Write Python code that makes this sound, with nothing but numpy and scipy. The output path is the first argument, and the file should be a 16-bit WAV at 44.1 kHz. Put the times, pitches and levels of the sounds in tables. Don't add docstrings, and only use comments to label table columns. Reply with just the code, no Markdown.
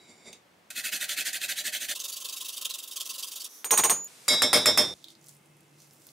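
import sys
import numpy as np
from scipy import signal
from scipy.fft import rfft, irfft
from scipy.io import wavfile
from scipy.ndimage import uniform_filter1d

SR = 44100
rng = np.random.default_rng(int(sys.argv[2]) if len(sys.argv) > 2 else 0)


def generate_wav(signal):
    frames = np.transpose(np.atleast_2d(signal))
    scaled = np.clip(frames, -1, 1) * 32767
    pcm = np.round(scaled).astype(np.int16)
    wavfile.write(sys.argv[1], SR, pcm)


def voltage_ratio(level):
    return 10 ** (np.asarray(level, float) / 20)


N = 269886
T = np.arange(N) / SR
NORMAL, FAST = 1, 1.771


def evened(x):
    return x / np.sqrt(np.mean(x ** 2) + 1e-20)


def read(points, hz):
    f, value = np.transpose(points)
    return np.interp(np.log(hz + 1), np.log(f + 1), value)


def smooth_noise(*sizes):
    x = rng.standard_normal(N)
    for size in sizes:
        x = uniform_filter1d(x, size=size)
    return evened(x)


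def highpass(x, order, hz):
    return signal.sosfilt(signal.butter(order, hz, "high", fs=SR, output="sos"), x)


CUTS_S = [0, .7025, 1.942, 4.074, 4.94, 6.2]


def shot(index, fade_s=0.00058):
    inside_s = np.minimum(T - CUTS_S[index], CUTS_S[index + 1] - T)
    return np.clip(inside_s / fade_s + (index == 0), 0, 1)


def colour(x, db_at, size):
    overlap = size * 3 // 4
    hz, t, z = signal.stft(x, SR, nperseg=size, noverlap=overlap)
    z = z * voltage_ratio(db_at(hz[:, None], t))
    return signal.istft(z, SR, nperseg=size, noverlap=overlap)[1][..., :x.shape[-1]]


def grit(shape, per_s, spread_db, smooth):
    size = voltage_ratio(spread_db * np.minimum(rng.exponential(1, shape), 2.5))
    clicks = size * rng.choice([-1., 1.], shape) * (rng.random(shape) < per_s / SR)
    return evened(evened(clicks) + smooth * rng.standard_normal(shape))


def resonate(x, hz, width_hz):
    turn = np.exp(2j * np.pi * np.cumsum(hz * np.ones(x.shape[-1])) / SR)
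    r = np.exp(-np.pi * width_hz / SR)
    return 2 * (turn * signal.lfilter([1 - r], [1, -r], x / turn)).real


def pair(left, other, lean_db):
    return np.array([left + other, left - other]) * voltage_ratio(np.array([[-lean_db], [lean_db]]) / 2)


def narrow(x, hz):
    mid = (x[0] + x[1]) / 2
    side = signal.lfilter(*signal.butter(1, hz, "high", fs=SR), (x[0] - x[1]) / 2)
    return np.array([mid + side, mid - side])


def room(x, t60_s, wet_db):
    t = np.arange(SR // 2) / SR
    noise = rng.standard_normal((2, len(t)))
    tail = colour(noise, lambda hz, s: -60 * s / t60_s * (1 + hz / 14000), size=256)
    tail *= t > .004
    tail = tail / np.linalg.norm(tail[0])
    return voltage_ratio(wet_db) * signal.fftconvolve(x[None], tail, axes=1)[:, :N]


def swells(t, rows, rest_db):
    return voltage_ratio(rest_db) + sum(voltage_ratio(db) * np.exp(-((t - s) / half) ** 2) for s, db, half, *_ in rows)


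def contacts(rows, width_share, snap):
    out, t = np.zeros(N), T[:3000]
    for s, db, hz, t60_s in rows:
        noise = rng.standard_normal(len(t))
        ring = evened(resonate(noise, hz, width_share * hz)) * voltage_ratio(-60 * t / max(t60_s, .003))
        pop = 4 * np.sin(2 * np.pi * hz * t)
        burst = (np.diff(noise, prepend=0) + pop) * np.exp(-t / 0.00061)
        part = out[round(s * SR):][:len(t)]
        part += (voltage_ratio(db - 8.0) * (ring + snap * burst))[:len(part)]
    return out


# (frequency [Hz], density [dB per Hz])
TONES = [
    [(24, -57), (40, -31), (177, -13), (438, -16.5), (497, -15.5), (673, -15.5), (981, -18.5),
     (2200, -21.5), (16500, -40.5)],
    [(24, -57.5), (40, -49), (145, -1.5), (271, -6.5), (417, -3.5), (1090, -6.5), (9480, -7),
     (15300, -20.5), (16500, -45)],
    [(24, -56.5), (40, -30), (156, -10), (461, -15), (564, -14.5), (1940, -22.5), (2970, -22), (13500, -62),
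     (16500, -53)],
]
TONE_DB = [-60.5, -59, -52, -62]
# (frequency [Hz], correlation [0-1])
TONE_SAME = [(60, 0.93), (240, 0.84), (950, 0.1), (3770, 0.45), (15000, 1)]
# (frequency [Hz], width [Hz], level [dB])
WHINES = [(2110, 64, -77.5), (2600, 30, -80)]
HUM_ON_S, HUM_OFF_S, HUM_SWELL_S = 5.17, 5.92, 0.056
HUM_DB, HUM_BEFORE_DB, HUM_AFTER_DB, UPPER_HUM_DB = -64.5, -77, -70, -70


def room_tone():
    hz, out = np.fft.rfftfreq(N, 1 / SR), 0
    same = np.clip(read(TONE_SAME, hz), -1, 1)
    takes = [(TONES[0], NORMAL, [0, 1]), (TONES[0], FAST, [2]), (TONES[1], NORMAL, [3]), (TONES[2], NORMAL, [4])]
    for (tone, speed, shots), db in zip(takes, TONE_DB):
        a, b = rfft(rng.standard_normal((2, N)))
        z = np.array([a, same * a + np.sqrt(1 - same ** 2) * b]) * voltage_ratio(read(tone, hz / speed))
        z = z / (1 + (80 * (speed - 1) * 1.9 / (hz + 1)) ** 4)
        out = out + voltage_ratio(db) * evened(irfft(z, N)) * sum(shot(k) for k in shots)
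    corners_s = [HUM_ON_S - HUM_SWELL_S, HUM_ON_S + HUM_SWELL_S,
                 HUM_OFF_S - HUM_SWELL_S / 2, HUM_OFF_S + HUM_SWELL_S / 2]
    low_db = np.interp(T, corners_s, [HUM_BEFORE_DB, HUM_DB, HUM_DB, HUM_AFTER_DB])
    low_hz = 146 + 1.75 * smooth_noise(1800)
    low = np.sqrt(2) * np.sin(2 * np.pi * np.cumsum(low_hz) / SR) * voltage_ratio(2.0 * smooth_noise(1500))
    upper = evened(resonate(rng.standard_normal(N), 326.5, 13.0))
    hum = voltage_ratio(low_db) * low + voltage_ratio(UPPER_HUM_DB) * upper
    for f, width_hz, db in WHINES:
        hum = hum + voltage_ratio(db) * evened(resonate(resonate(rng.standard_normal(N), f, width_hz), f, 300))
    return out + hum * shot(4)


# (centre [s], scrape [dB], half length [s])
SPOON = [
    (0.104, -58, 0.019),
    (0.278, -48, 0.02),
    (0.336, -61, 0.012),
]
RING_HZ = [
    [604, 2184, 255, 480],
    [3277, 3555, 3660],
    [3882],
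    [5300, 5479, 5020, 4673, 4813, 5910, 7030, 7456, 8339, 9125, 9380, 10400, 11280, 4763, 6717, 8172],
]
# (t60 [s], slow knock [dB], fast knock [dB], spoon [dB])
RINGS = [
    [(0.092, 1.5, -1, -9), (0.14, -1.5, -12, 4), (0.11, -6, -7, -2.5), (0.1, -7, -5.5, -16)],
    [(.19, -1, -6, -19), (.5, -3, -11.5, -7), (.5, -4.5, -3, 1.5)],
    [(1.1, -0.5, -2.5, -4)],
    [(0.21, 1.5, -3.5, -11), (0.5, -12, -40, -1.5), (0.36, -15, -5, -11), (0.25, -16.5, -10, 0),
     (0.22, -12, -6, -3), (0.28, -23, -22, -5), (0.12, -9.5, -25, 2), (0.23, -17, -9.5, 1.5),
     (0.15, -15, -18, -7), (0.18, -11, -42.5, -6), (0.11, -10.5, -40, -12), (0.113, -16, -50, -9),
     (0.1, -14, -50, -24), (0.2, -21, -9, -30), (.2, -29.5, -18, -30), (.08, -22.5, -13, -30)],
]
SPOON_REST_DB, SPOON_LIFT_S, THUMP_DB = -60.5, 0.405, -4.5


def spoon():
    t = T[:SR // 2]
    drive = grit(len(t), 1900, spread_db=-2.0, smooth=1.9)
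    drift = evened(uniform_filter1d(rng.standard_normal(len(t)), size=2500))
    bend = 1 + 0.003 * drift
    sing = 0
    for (t60_s, _, _, db), hz in zip(sum(RINGS, []), sum(RING_HZ, [])):
        sing = sing + voltage_ratio(db) * evened(resonate(resonate(drive, hz * bend, 22 / t60_s), hz, 550))
    hiss = evened(resonate(resonate(resonate(drive, 5000, 7000), 4800, 7000), 5000, 7000))
    scrape = evened(evened(sing) + 0.087 * hiss)
    thump = evened(resonate(resonate(rng.standard_normal(len(t)), 400, 730), 250, 680))
    thump = highpass(thump, 2, 110)
    old_tap = voltage_ratio(-55 - 60 * t / 0.3) * np.sin(2 * np.pi * RING_HZ[2][0] * t)
    lift = np.clip((SPOON_LIFT_S - t) / 0.061, 0, 1)
    sound = lift * swells(t, SPOON, SPOON_REST_DB) * (scrape + voltage_ratio(THUMP_DB) * thump) + old_tap
    return np.pad(sound, (0, N - len(t)))


# (time [s], peak [dB], frequency [Hz], t60 [s])
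TICKS = [(.329, -38.5, 3690, 0.052), (.33, -37, 2590, 0.032), (.329, -35, 6260, 0.041),
         (.329, -37.5, 9000, 0.038), (.333, -40, 4830, 0.018), (3.994, -57, 12000, .01),
         (4.0294, -45, 12060, .01), (4.045, -29, 14300, 0.017), (4.045, -39, 9150, 0.018)]


def taps():
    return highpass(contacts(TICKS, 0.045, snap=0.49), 2, 2200)


# (frequency [Hz], density [dB per Hz])
RASP = [
    [(59, -57), (100, -29), (251, -12), (486, -20), (602, -20), (1150, -24.5), (1330, -11.5), (1680, 2.5),
     (2360, -3), (2570, -4), (2920, -1.5), (4290, 0.5), (5320, -6.5), (7170, -3), (14800, -7.5),
     (16200, -20.5)],
    [(59, -78), (100, -57), (240, -45), (267, -7.5), (304, -52), (466, -7.5), (847, -21.5), (1070, -14),
     (1990, -20), (2430, -13.5), (2680, 1), (3700, -0.5), (4290, -3.5), (5920, 1.5), (15100, -6),
     (16200, -14.5)],
]
# (frequency [Hz], width [Hz], level [dB])
PLATE = [
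    [(623, 140, -10), (1580, 420, -32), (2580, 39, 9.5), (3400, 110, -4), (6100, 150, 6), (7100, 64, 7),
     (9000, 230, 2)],
    [(1006, 90, -15), (3170, 130, 0.5), (3760, 190, 4.5), (4610, 79, 8), (5530, 87, -11), (11100, 830, 2),
     (15600, 290, 10)],
]
GAP_SHARE = 0.55
LIGHT_IS_BRIGHT = 0.81
BARE_HZ, BARE_WIDTH_HZ, BARE_FADE_S = 2580, 70, 0.33
BARE_LOW_HZ, BARE_LOW_WIDTH_HZ, BARE_LOW_DB = 1490, 190, -5
BODY_SPREAD_DB, BODY_LAG_S = 3, 0.011


def grating(strokes, stroke_s, lean_db, index, speed, edge_db, square, lumps_db, patchy_db, tone_db,
            wet_db, drag_db, bare_db):
    rasp, plate = RASP[index - 1], PLATE[index - 1]
    s, db, hz = np.transpose(strokes)
    gap_s = np.minimum(np.diff(s, append=2 * s[-1] - s[-2]), 1.19 * np.max(stroke_s))
    contact_s = stroke_s + GAP_SHARE * (gap_s - gap_s.mean())
    bright_db = -LIGHT_IS_BRIGHT * db
    turns_s = (s[1:] + s[:-1] + contact_s[:-1]) / 2
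    which = np.clip(np.searchsorted(turns_s, T), 0, len(s) - 1)
    u = 2 * (T - s[which]) / contact_s[which] - 1
    early = u < 0
    fall = np.minimum(abs(u) + 0.033 * early, 3) ** (square + 1.36 * early)
    level_db = db[which] - edge_db * fall + np.array(lean_db)[which] * np.clip(u, -1, 1)
    lumps = smooth_noise(round(160 / speed), 60)
    drive = grit((2, N), 5000 * speed, spread_db=3.2, smooth=1.25) * voltage_ratio(lumps_db * lumps)

    def gain(f, t):
        k = which[np.minimum((t * SR).astype(int), N - 1)]
        modes = sum(voltage_ratio(2 * top_db) / (1 + (2 * (f - at) / width) ** 2) for at, width, top_db in plate)
        patches = uniform_filter1d(rng.standard_normal((len(f), len(t))), size=3, axis=0)
        patches = evened(uniform_filter1d(patches, size=6, axis=1))
        octaves = np.clip(np.log2((f + 1) / (4500 * np.sqrt(speed))), -1, 1)
        tilt = (bright_db[k] - bright_db.mean()) * octaves * 0.35
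        rib = tone_db / (1 + ((f - hz[k]) / 130) ** 2)
        return read(rasp, f) + 10 * np.log10(1 + 0.96 * modes) + patchy_db * patches + tilt + rib

    drag = voltage_ratio(db.mean() + drag_db) * (T < s[-1] + contact_s[-1])
    scale = 1 / np.std(colour(drive[0], gain, size=512))
    near, other = scale * colour(drive * np.hypot(voltage_ratio(level_db), drag), gain, size=512)

    bare_fade = np.exp(-np.maximum(T - s[0], 0) / BARE_FADE_S)
    bare = voltage_ratio(bare_db + level_db) * bare_fade * evened(drive[1])
    bare_hz, low_hz = BARE_HZ * speed, BARE_LOW_HZ * speed
    near = near + resonate(resonate(bare, bare_hz, BARE_WIDTH_HZ), bare_hz, 300)
    low = resonate(resonate(bare, low_hz, BARE_LOW_WIDTH_HZ), low_hz, BARE_LOW_WIDTH_HZ)
    near = near + voltage_ratio(BARE_LOW_DB) * low

    level_db = np.interp(T - BODY_LAG_S / speed, T, level_db)
    spread_db = BODY_SPREAD_DB * (2 * rng.random(len(s)) - 1.1)
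    pushes = evened(drive[0]) * voltage_ratio(level_db + spread_db[which])
    body_hz = RING_HZ[0][0] * speed
    near = near + 0.73 * resonate(resonate(pushes, body_hz, 60 * speed), body_hz, 110 * speed ** 2)
    upper = evened(drive[1]) * voltage_ratio(level_db)
    near = near + 0.6 * resonate(resonate(upper, 735 * speed, 54), 735 * speed, 110)
    return (pair(near, 0.13 * other, 2.0) + room(near, 0.3 / speed, wet_db)) * shot(index)


# (start [s], pressure [dB], loudest rib tone [Hz])
SLOW_STROKES = [(0.664, -35.5, 2700), (0.756, -32, 2650), (0.842, -31.5, 2580), (0.924, -29.5, 1580),
                (1.002, -29, 1990), (1.085, -30, 3400), (1.167, -27.5, 2580), (1.254, -29.5, 1910),
                (1.328, -30, 2660), (1.408, -31, 2580), (1.486, -29, 4390), (1.563, -30.5, 3400),
                (1.644, -29, 1830), (1.726, -30, 3200), (1.802, -32, 2310), (1.886, -29, 3640)]
SLOW_STROKE_S = [0.057, 0.058, 0.063, 0.067, 0.055, 0.061, 0.059, 0.06, 0.05, 0.054, 0.054, 0.056, 0.054,
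                 0.059, 0.061, 0.053]
SLOW_LEAN_DB = [-3.5, -0.2, -6, -7, -0.5, -0.5, 0, -4, 1.5, 3.5, -2.5, 0, 0, -2.5, 0, -3.5]


def slow_grating():
    return grating(SLOW_STROKES, np.array(SLOW_STROKE_S), SLOW_LEAN_DB, index=1, speed=NORMAL,
                   edge_db=8.5, square=2.4, lumps_db=1.0, patchy_db=2.6, tone_db=5.0,
                   wet_db=-12.5, drag_db=-20.5, bare_db=15)


# (time [s], peak [dB], frequency [Hz])
SNAPS = [(0.7594, -23, 2570), (0.8496, -28, 3090), (0.8502, -25, 2530), (0.927, -22, 2670),
         (1.011, -28, 7170), (1.093, -8, 3400), (1.173, -34, 2520), (1.257, -20, 3780), (1.2657, -13, 3580),
         (1.2704, -11, 7100), (1.331, -9.5, 7040), (1.416, -13, 3460), (1.4957, -25, 4240),
         (1.4966, -23, 4270), (1.569, -30, 3430), (1.6474, -20, 4170), (1.7327, -40, 2500),
         (1.733, -31, 3140), (1.8104, -33, 3450), (1.8995, -37, 4210), (1.9002, -25, 3530),
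         (2.001, -22, 6340), (2.04, -35, 3710), (2.083, -22, 6660), (2.168, -14, 3100), (2.2465, -34, 6660),
         (2.3278, -44, 6140), (2.4086, -26, 3150), (2.45, -34, 3610), (2.4884, -46, 6380),
         (2.5707, -33, 3330), (2.6147, -24, 3650), (2.6515, -28, 2920), (2.6984, -21, 3850),
         (2.708, -13, 3750), (2.74, -22, 3320), (2.7894, -23.5, 7030), (2.8296, -35, 3900),
         (2.9608, -41, 3370), (3.0083, -23, 3320), (3.095, -28, 2660), (3.1843, -36, 5770),
         (3.23, -30, 3150), (3.3604, -30, 3400), (3.444, -17, 9000)]
SNAP_T60_S, SNAP_DB = 0.025, -9


def fibre_snaps():
    snaps = voltage_ratio(SNAP_DB) * contacts([row + (SNAP_T60_S,) for row in SNAPS], 0.22, snap=0.31)
    return highpass(snaps * shot(1), 2, 2200) + highpass(snaps * shot(2), 8, 3250)


# (start [s], pressure [dB], rib tone [Hz])
EVEN_STROKES = [(1.95, -34.5, 3600), (1.992, -33.5, 6300), (2.036, -34, 3580), (2.078, -35, 6600),
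                (2.119, -35.5, 4600), (2.161, -35, 2930), (2.201, -37.5, 6150), (2.244, -34.5, 3540),
                (2.283, -35, 4660), (2.324, -35, 6200), (2.361, -36, 3750), (2.404, -34, 3400),
                (2.445, -36.5, 3760), (2.483, -35.5, 3400), (2.521, -37, 2980), (2.564, -36, 3630)]
# (start [s], pressure [dB], rib tone [Hz])
JABS = [(2.611, -32, 3720), (2.648, -31.5, 2830), (2.692, -32.5, 3760), (2.737, -35, 3500),
        (2.784, -37.5, 3750), (2.827, -38, 3700), (2.874, -41.5, 5700)]
# (start [s], pressure [dB], rib tone [Hz])
LATE_STROKES = [(2.91, -40.5, 3700), (2.96, -36, 3400), (3.001, -35, 3180), (3.05, -36.5, 5700),
                (3.09, -35, 6100), (3.132, -37.5, 2950), (3.178, -34.5, 5700), (3.225, -35, 3300),
                (3.263, -39, 4850), (3.311, -36, 5700), (3.353, -37, 3400), (3.397, -37, 4660),
                (3.44, -38, 5530)]
EVEN_LEAN_DB = [-3, -3.5, -3.5, -1, -3, -5.5, -3, -8.5, -4, -6.5, -3, -7, -4, -8.5, -1, -7]
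JAB_LEAN_DB = [-2, -9.5, 1, -4.5, -7.5, -6, -5.5]
LATE_LEAN_DB = [-9, -11.5, -9.5, -1.5, -5.5, -1, -1.5, -6, 0, -3.5, -5, -4, -7]
EVEN_S, JAB_S, LATE_S = 0.036, 0.028, 0.038


def fast_grating():
    strokes = EVEN_STROKES + JABS + LATE_STROKES
    lean_db = EVEN_LEAN_DB + JAB_LEAN_DB + LATE_LEAN_DB
    contact_s = np.repeat([EVEN_S, JAB_S, LATE_S], [len(EVEN_STROKES), len(JABS), len(LATE_STROKES)])
    return grating(strokes, contact_s, lean_db, index=2, speed=FAST,
                   edge_db=12.5, square=2.76, lumps_db=1.5, patchy_db=2.8, tone_db=6.0,
                   wet_db=-11.5, drag_db=-15, bare_db=-20)


# (centre [s], rustle [dB], half length [s], centre frequency [Hz])
RUSTLE = [
    [(3.555, -53, 0.072, 5960)],
    [(4.96, -64, 0.12, 5200), (5.11, -59, 0.022, 4630), (5.29, -64.5, 0.063, 7540),
     (5.83, -64.5, 0.055, 6100), (5.94, -71, 0.031, 8200), (6.07, -65, 0.082, 7200)],
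    [(3.56, -52.5, 0.078, 11700)],
    [(5.054, -67, .045, 3550)],
]
RUSTLE_REST_DB = [-66, -69.5, -85, -96.5]
# (from [s], to [s])
RUSTLE_SPANS = [(3.49, 3.64), (4.94, 6.12), (3.49, 3.64), (4.94, 5.3)]


def rustle():
    out = np.zeros((2, N))
    falls_db, shelves_db = [380, 7, 55, 300], [-10.0, -14, -25, -40]
    clicks_per_s = [3000, 590, 3000, 900]
    for rows, rest_db, (start, end), fall_db, shelf_db, per_s in zip(
            RUSTLE, RUSTLE_REST_DB, RUSTLE_SPANS, falls_db, shelves_db, clicks_per_s):
        s, _, _, hz = np.transpose(rows)

        def band(f, t):
            octaves = np.log2((f + 1) / np.interp(t, s, hz))
            hump = voltage_ratio(-np.minimum(fall_db * octaves ** 2, 60))
            shelf = voltage_ratio(shelf_db) / (1 + (f / 13500) ** 8)
            return 20 * np.log10(hump + shelf) - 20.0 * (f < 3200)

        crackle, other = colour(grit((2, N), per_s, spread_db=5.0, smooth=1.6), band, size=256)
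        inside = np.clip(np.minimum(T - start, end - T) / 0.001, 0, 1)
        out += swells(T, rows, rest_db) * inside * pair(crackle, 0.52 * other, 2.5) / np.std(crackle)
    return out


# (frequency [Hz], t60 [s])
CLATTER_T60 = [(100, 0.74), (500, 0.38), (2000, 0.27), (6000, 0.32), (14000, 0.19)]
REBOUND_S, REBOUND_HALF_S = 0.032, 0.017


def chatter(raw, stretch, rebound_db, speed, swell_s):
    def dying(f, u):
        late = 1 - .97 * np.exp(-(u / swell_s) ** 2) / (1 + (f / speed / 1500) ** 2)
        bounce = np.exp(-((u * speed - REBOUND_S * stretch) / REBOUND_HALF_S) ** 2)
        late = late + voltage_ratio(rebound_db) * bounce
        return 20 * np.log10(late) - 60 * u * speed / stretch / read(CLATTER_T60, f / speed)

    rattle, other = colour(raw, dying, size=256)
    return pair(rattle, 0.47 * other, 0.69) / np.std(raw[0])


CLICK_DB, CLICK_S = -20, 0.00033


def first_touch(t, raw, speed, tick_db, spike_db, edge_db):
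    tick = evened(raw - uniform_filter1d(raw, size=40)) * np.exp(-t * speed / 0.0027)
    click = rng.standard_normal(len(t)) * np.exp(-t / CLICK_S)
    u = t * speed / .00013 - 3
    push = u * np.exp(-u ** 2 / 2)
    return voltage_ratio(tick_db) * tick + voltage_ratio(CLICK_DB + edge_db) * click + voltage_ratio(spike_db + edge_db) * push


FILL_S = [
    [0.033, 0.015, 0.028, 0.033],
    [0.015, 0.0068, 0.012],
    [.004],
    [.009, .008, .018] + [.002] * 13,
]
PICKED_HZ = [
    [2184],
    [4673, 4813, 4763],
    [7456],
    [9125, 9380, 8172],
]
BEAT_DEPTH = 0.74


def struck_modes(t, left_s, stretch, families_db, thin_db, short_db, spot_db, speed, column, dampings):
    sound = np.zeros((2, len(t)))
    stop = np.clip((left_s - t) / 0.0011 + 1, 0, 1)
    for number, (family, family_hz, fills_s, family_db, damping) in enumerate(
            zip(RINGS, RING_HZ, FILL_S, families_db, dampings)):
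        for place, (mode, slow_hz, fill_s) in enumerate(zip(family, family_hz, fills_s)):
            hz, build_s, t60_s = slow_hz * speed, fill_s / speed, mode[0]
            turn, side, split, spot = rng.random(4)
            db = family_db + mode[column]
            db += sum(gain_db for gain_db, group in zip(spot_db, PICKED_HZ) if slow_hz in group)
            if number == 1 and place == 0:
                db += short_db
            if number == 3 and place > 1:
                db += thin_db
            if len(family) > 1:
                db += 2.9 * (spot - 1.0)
            depth = BEAT_DEPTH * min(0.086 / t60_s, 1) * (slow_hz > 700)
            twin = 1 + depth * np.cos(2 * np.pi * (speed * (12 + 25 * split) * t + side))
            ear_turn = np.array([[0], [.25]]) * (split - .5)
            wave = np.sin(2 * np.pi * (hz * t + turn + ear_turn)) * twin * (hz < 16500)
            decay_db = 60 * np.maximum(t - build_s, 0) * speed / t60_s / stretch * damping
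            wave *= voltage_ratio(db - decay_db) * (1 - np.exp(-(t / build_s) ** 2))
            sound += wave * stop * voltage_ratio(np.array([[-4.0], [4.0]]) * (side - 0.17))
    return sound


# (frequency [Hz], density [dB per Hz])
CLATTER = [
    [(24, -68.5), (40, -25), (578, -9.5), (782, -13), (1400, -14), (2200, -12.5), (2970, -23), (3640, -17),
     (4560, -20), (5440, -14), (6020, -21), (9240, -18.5), (14900, -27.5), (17000, -52)],
    [(24, -65), (40, -24.5), (396, -7.5), (1060, -2.5), (1430, -7.5), (3830, -8.5), (5440, -13.5),
     (6660, -16), (7560, -13), (9240, -13.5), (13500, -11), (15300, -12.5), (17000, -31.5)],
]


def knocks(rows, edges_db, spots_db, reach_db, index, speed, column, ring_db, clatter_db, swell_s,
           tick_db, comb_db, grip, hold, spike_db):
    out = np.zeros((2, N))
    ends_s = [row[0] for row in rows[1:]] + [CUTS_S[index + 1]]
    comb = rng.standard_normal(513)
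    t = T[:round(SR / 2.5 / speed)]
    for row, end_s, reach, spot_db, edge_db in zip(rows, ends_s, reach_db, spots_db, edges_db):
        s, blow_db, top_db, long_db, stretch = row
        body_db, middle_db, thin_db, rebound_db, short_db = reach
        peaks = evened(uniform_filter1d(comb + 3.5 * rng.standard_normal(513), size=2))[:, None]

        def spectrum(f, u):
            return read(CLATTER[column - 1], f) + comb_db * peaks * np.clip(f / 2500 - .4, 0, 1)

        raw = colour(grit((2, len(t)), 2500, spread_db=2.5, smooth=3.3), spectrum, size=1024)
        rattle = chatter(raw, stretch, rebound_db, speed, swell_s) * np.minimum(t / 0.0011, 1)
        sound = voltage_ratio(blow_db + clatter_db) * rattle
        sound += voltage_ratio(blow_db) * first_touch(t, raw[0], speed, tick_db, spike_db, edge_db)
        families_db = np.array([top_db + body_db, top_db + middle_db, long_db, top_db]) + ring_db
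        sound += struck_modes(t, end_s - s, stretch, families_db, thin_db, short_db, spot_db,
                              speed, column, dampings=[1, hold, 1, grip])
        at = round(s * SR)
        out[:, at:at + len(t)] += sound
    return highpass(out, 4, 62 * speed) * shot(index)


# (time [s], blow [dB], ring [dB], long mode [dB], chatter time factor [1])
FAST_KNOCKS = [
    (3.6445, -18.5, -32.5, -38.5, 1.1),
    (3.708, -5.5, -16, -28, 1.7),
    (3.775, -5.5, -22.5, -26.5, 1.3),
    (3.837, -3.5, -20, -27, 1.09),
    (3.897, -5, -21, -28, 1.24),
]
# (body [dB], middle [dB], thin partials [dB], rebound [dB], short middle mode [dB])
FAST_REACH = [(-16, -3, 2.5, -6, 1), (-7, -4, -5.5, 1.5, 1.5), (-4, 0.5, 5.5, 5, 3),
              (-4, -3.5, 4.5, -3.5, 3.5), (-8.5, -1, 4, -6, -3)]
# (2.2 kHz [dB], 4.7-4.8 kHz [dB], 7.5 kHz [dB], 9 kHz pair or 8 kHz [dB])
FAST_SPOTS = [(-3, 0.1, 7, 0.1), (-3, 0.1, 1, 7), (3, 0.5, -2, -3), (-6, -2.5, -5, -2), (6, 0.1, -0.5, 0)]
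FAST_EDGE_DB = [13, 6, 2, 5, 6]


def fast_knocks():
    return knocks(FAST_KNOCKS, FAST_EDGE_DB, FAST_SPOTS, FAST_REACH, index=2, speed=FAST, column=2,
                  ring_db=6.0, clatter_db=-20.0, swell_s=0.0022, tick_db=-20.5, comb_db=1.5,
                  grip=1.72, hold=1.75, spike_db=-9.5)


# (time [s], blow [dB], ring [dB], long mode [dB], chatter time factor [1])
SLOW_KNOCKS = [
    (4.281, -13.5, -24.5, -24.5, 1.87),
    (4.42, -8.5, -18.5, -32.5, 0.95),
    (4.53, -5.5, -20.5, -32.5, 1.28),
    (4.658, -6, -16, -36.5, 1),
    (4.775, -7, -18, -57, 1.084),
]
# (body [dB], middle [dB], thin partials [dB], rebound [dB], short middle mode [dB])
SLOW_REACH = [(-5.5, -4.5, 8, 2, -2), (-8.5, -7, 0, -24, -2.5), (-2.5, -4, 0.5, -3, -0.5),
              (-8, -7.5, -2, -12.5, -5), (-9.5, -6.5, -5, -9, 0)]
# (2.2 kHz [dB], 4.7-4.8 kHz [dB], 7.5 kHz [dB], 9 kHz pair or 8 kHz [dB])
SLOW_SPOTS = [(7.5, 2.5, 0.1, -5), (3.5, -7, 6, -2), (-2.5, 4.3, -2.5, 5.5), (2.3, -2.5, 5.5, -5.5),
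              (-1.5, 0.1, -3.7, 2.8)]
SLOW_EDGE_DB = [4, 7, 3, 2, 3]


def slow_knocks():
    return knocks(SLOW_KNOCKS, SLOW_EDGE_DB, SLOW_SPOTS, SLOW_REACH, index=3, speed=NORMAL, column=1,
                  ring_db=5.0, clatter_db=-14.5, swell_s=0.0029, tick_db=-9.0, comb_db=2.5,
                  grip=1.045, hold=1.0, spike_db=-5.5)


# (time [s], peak [dB], frequency [Hz])
SMACKS = [(5.0421, -27.5, 3750), (5.084, -33, 3700), (5.103, -38, 3720), (5.152, -43, 4500),
          (5.2133, -50, 6440), (5.242, -43.5, 6370), (5.262, -41, 8000), (5.269, -39, 6280),
          (5.2847, -35, 9400), (5.292, -35, 6740), (5.3388, -49, 9180), (5.35, -49, 10500),
          (5.367, -48, 9000), (5.4586, -49, 9260), (5.568, -51, 9550), (5.607, -47, 9420),
          (5.8025, -40.5, 5600), (5.819, -40.5, 6400), (5.8744, -51, 8870), (5.909, -45, 5700),
          (5.9332, -42, 12800), (6.019, -44.5, 6260), (6.068, -34.5, 12400), (6.089, -37, 4170)]
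SMACK_T60_S = 0.018


def smacks():
    return highpass(contacts([row + (SMACK_T60_S,) for row in SMACKS], 0.33, snap=0.35), 8, 3250)


def scene():
    small = spoon() + taps() + fibre_snaps() + smacks()
    mix = pair(small, 0, 3.7) + room(small, 0.26, -5.0)
    mix += slow_grating() + fast_grating() + rustle()
    mix += fast_knocks() + slow_knocks()
    return narrow(mix, 2800) + room_tone()


def low_pass(x):
    return signal.sosfilt(signal.butter(12, 16970, fs=SR, output="sos"), x)


def record(dry):
    cut = highpass(dry, 4, 62)
    limited = 1.321 * np.tanh(cut / 1.532)
    edge = signal.firwin(2047, 15770, window=("kaiser", 8), fs=SR)[None]
    wider = signal.firwin(2047, 16900, window=("kaiser", 8), fs=SR)
    edge = edge + 0.02 * (wider - edge)
    return low_pass(signal.oaconvolve(limited, edge, "same"))


dry = scene()
out = record(dry)
generate_wav(out)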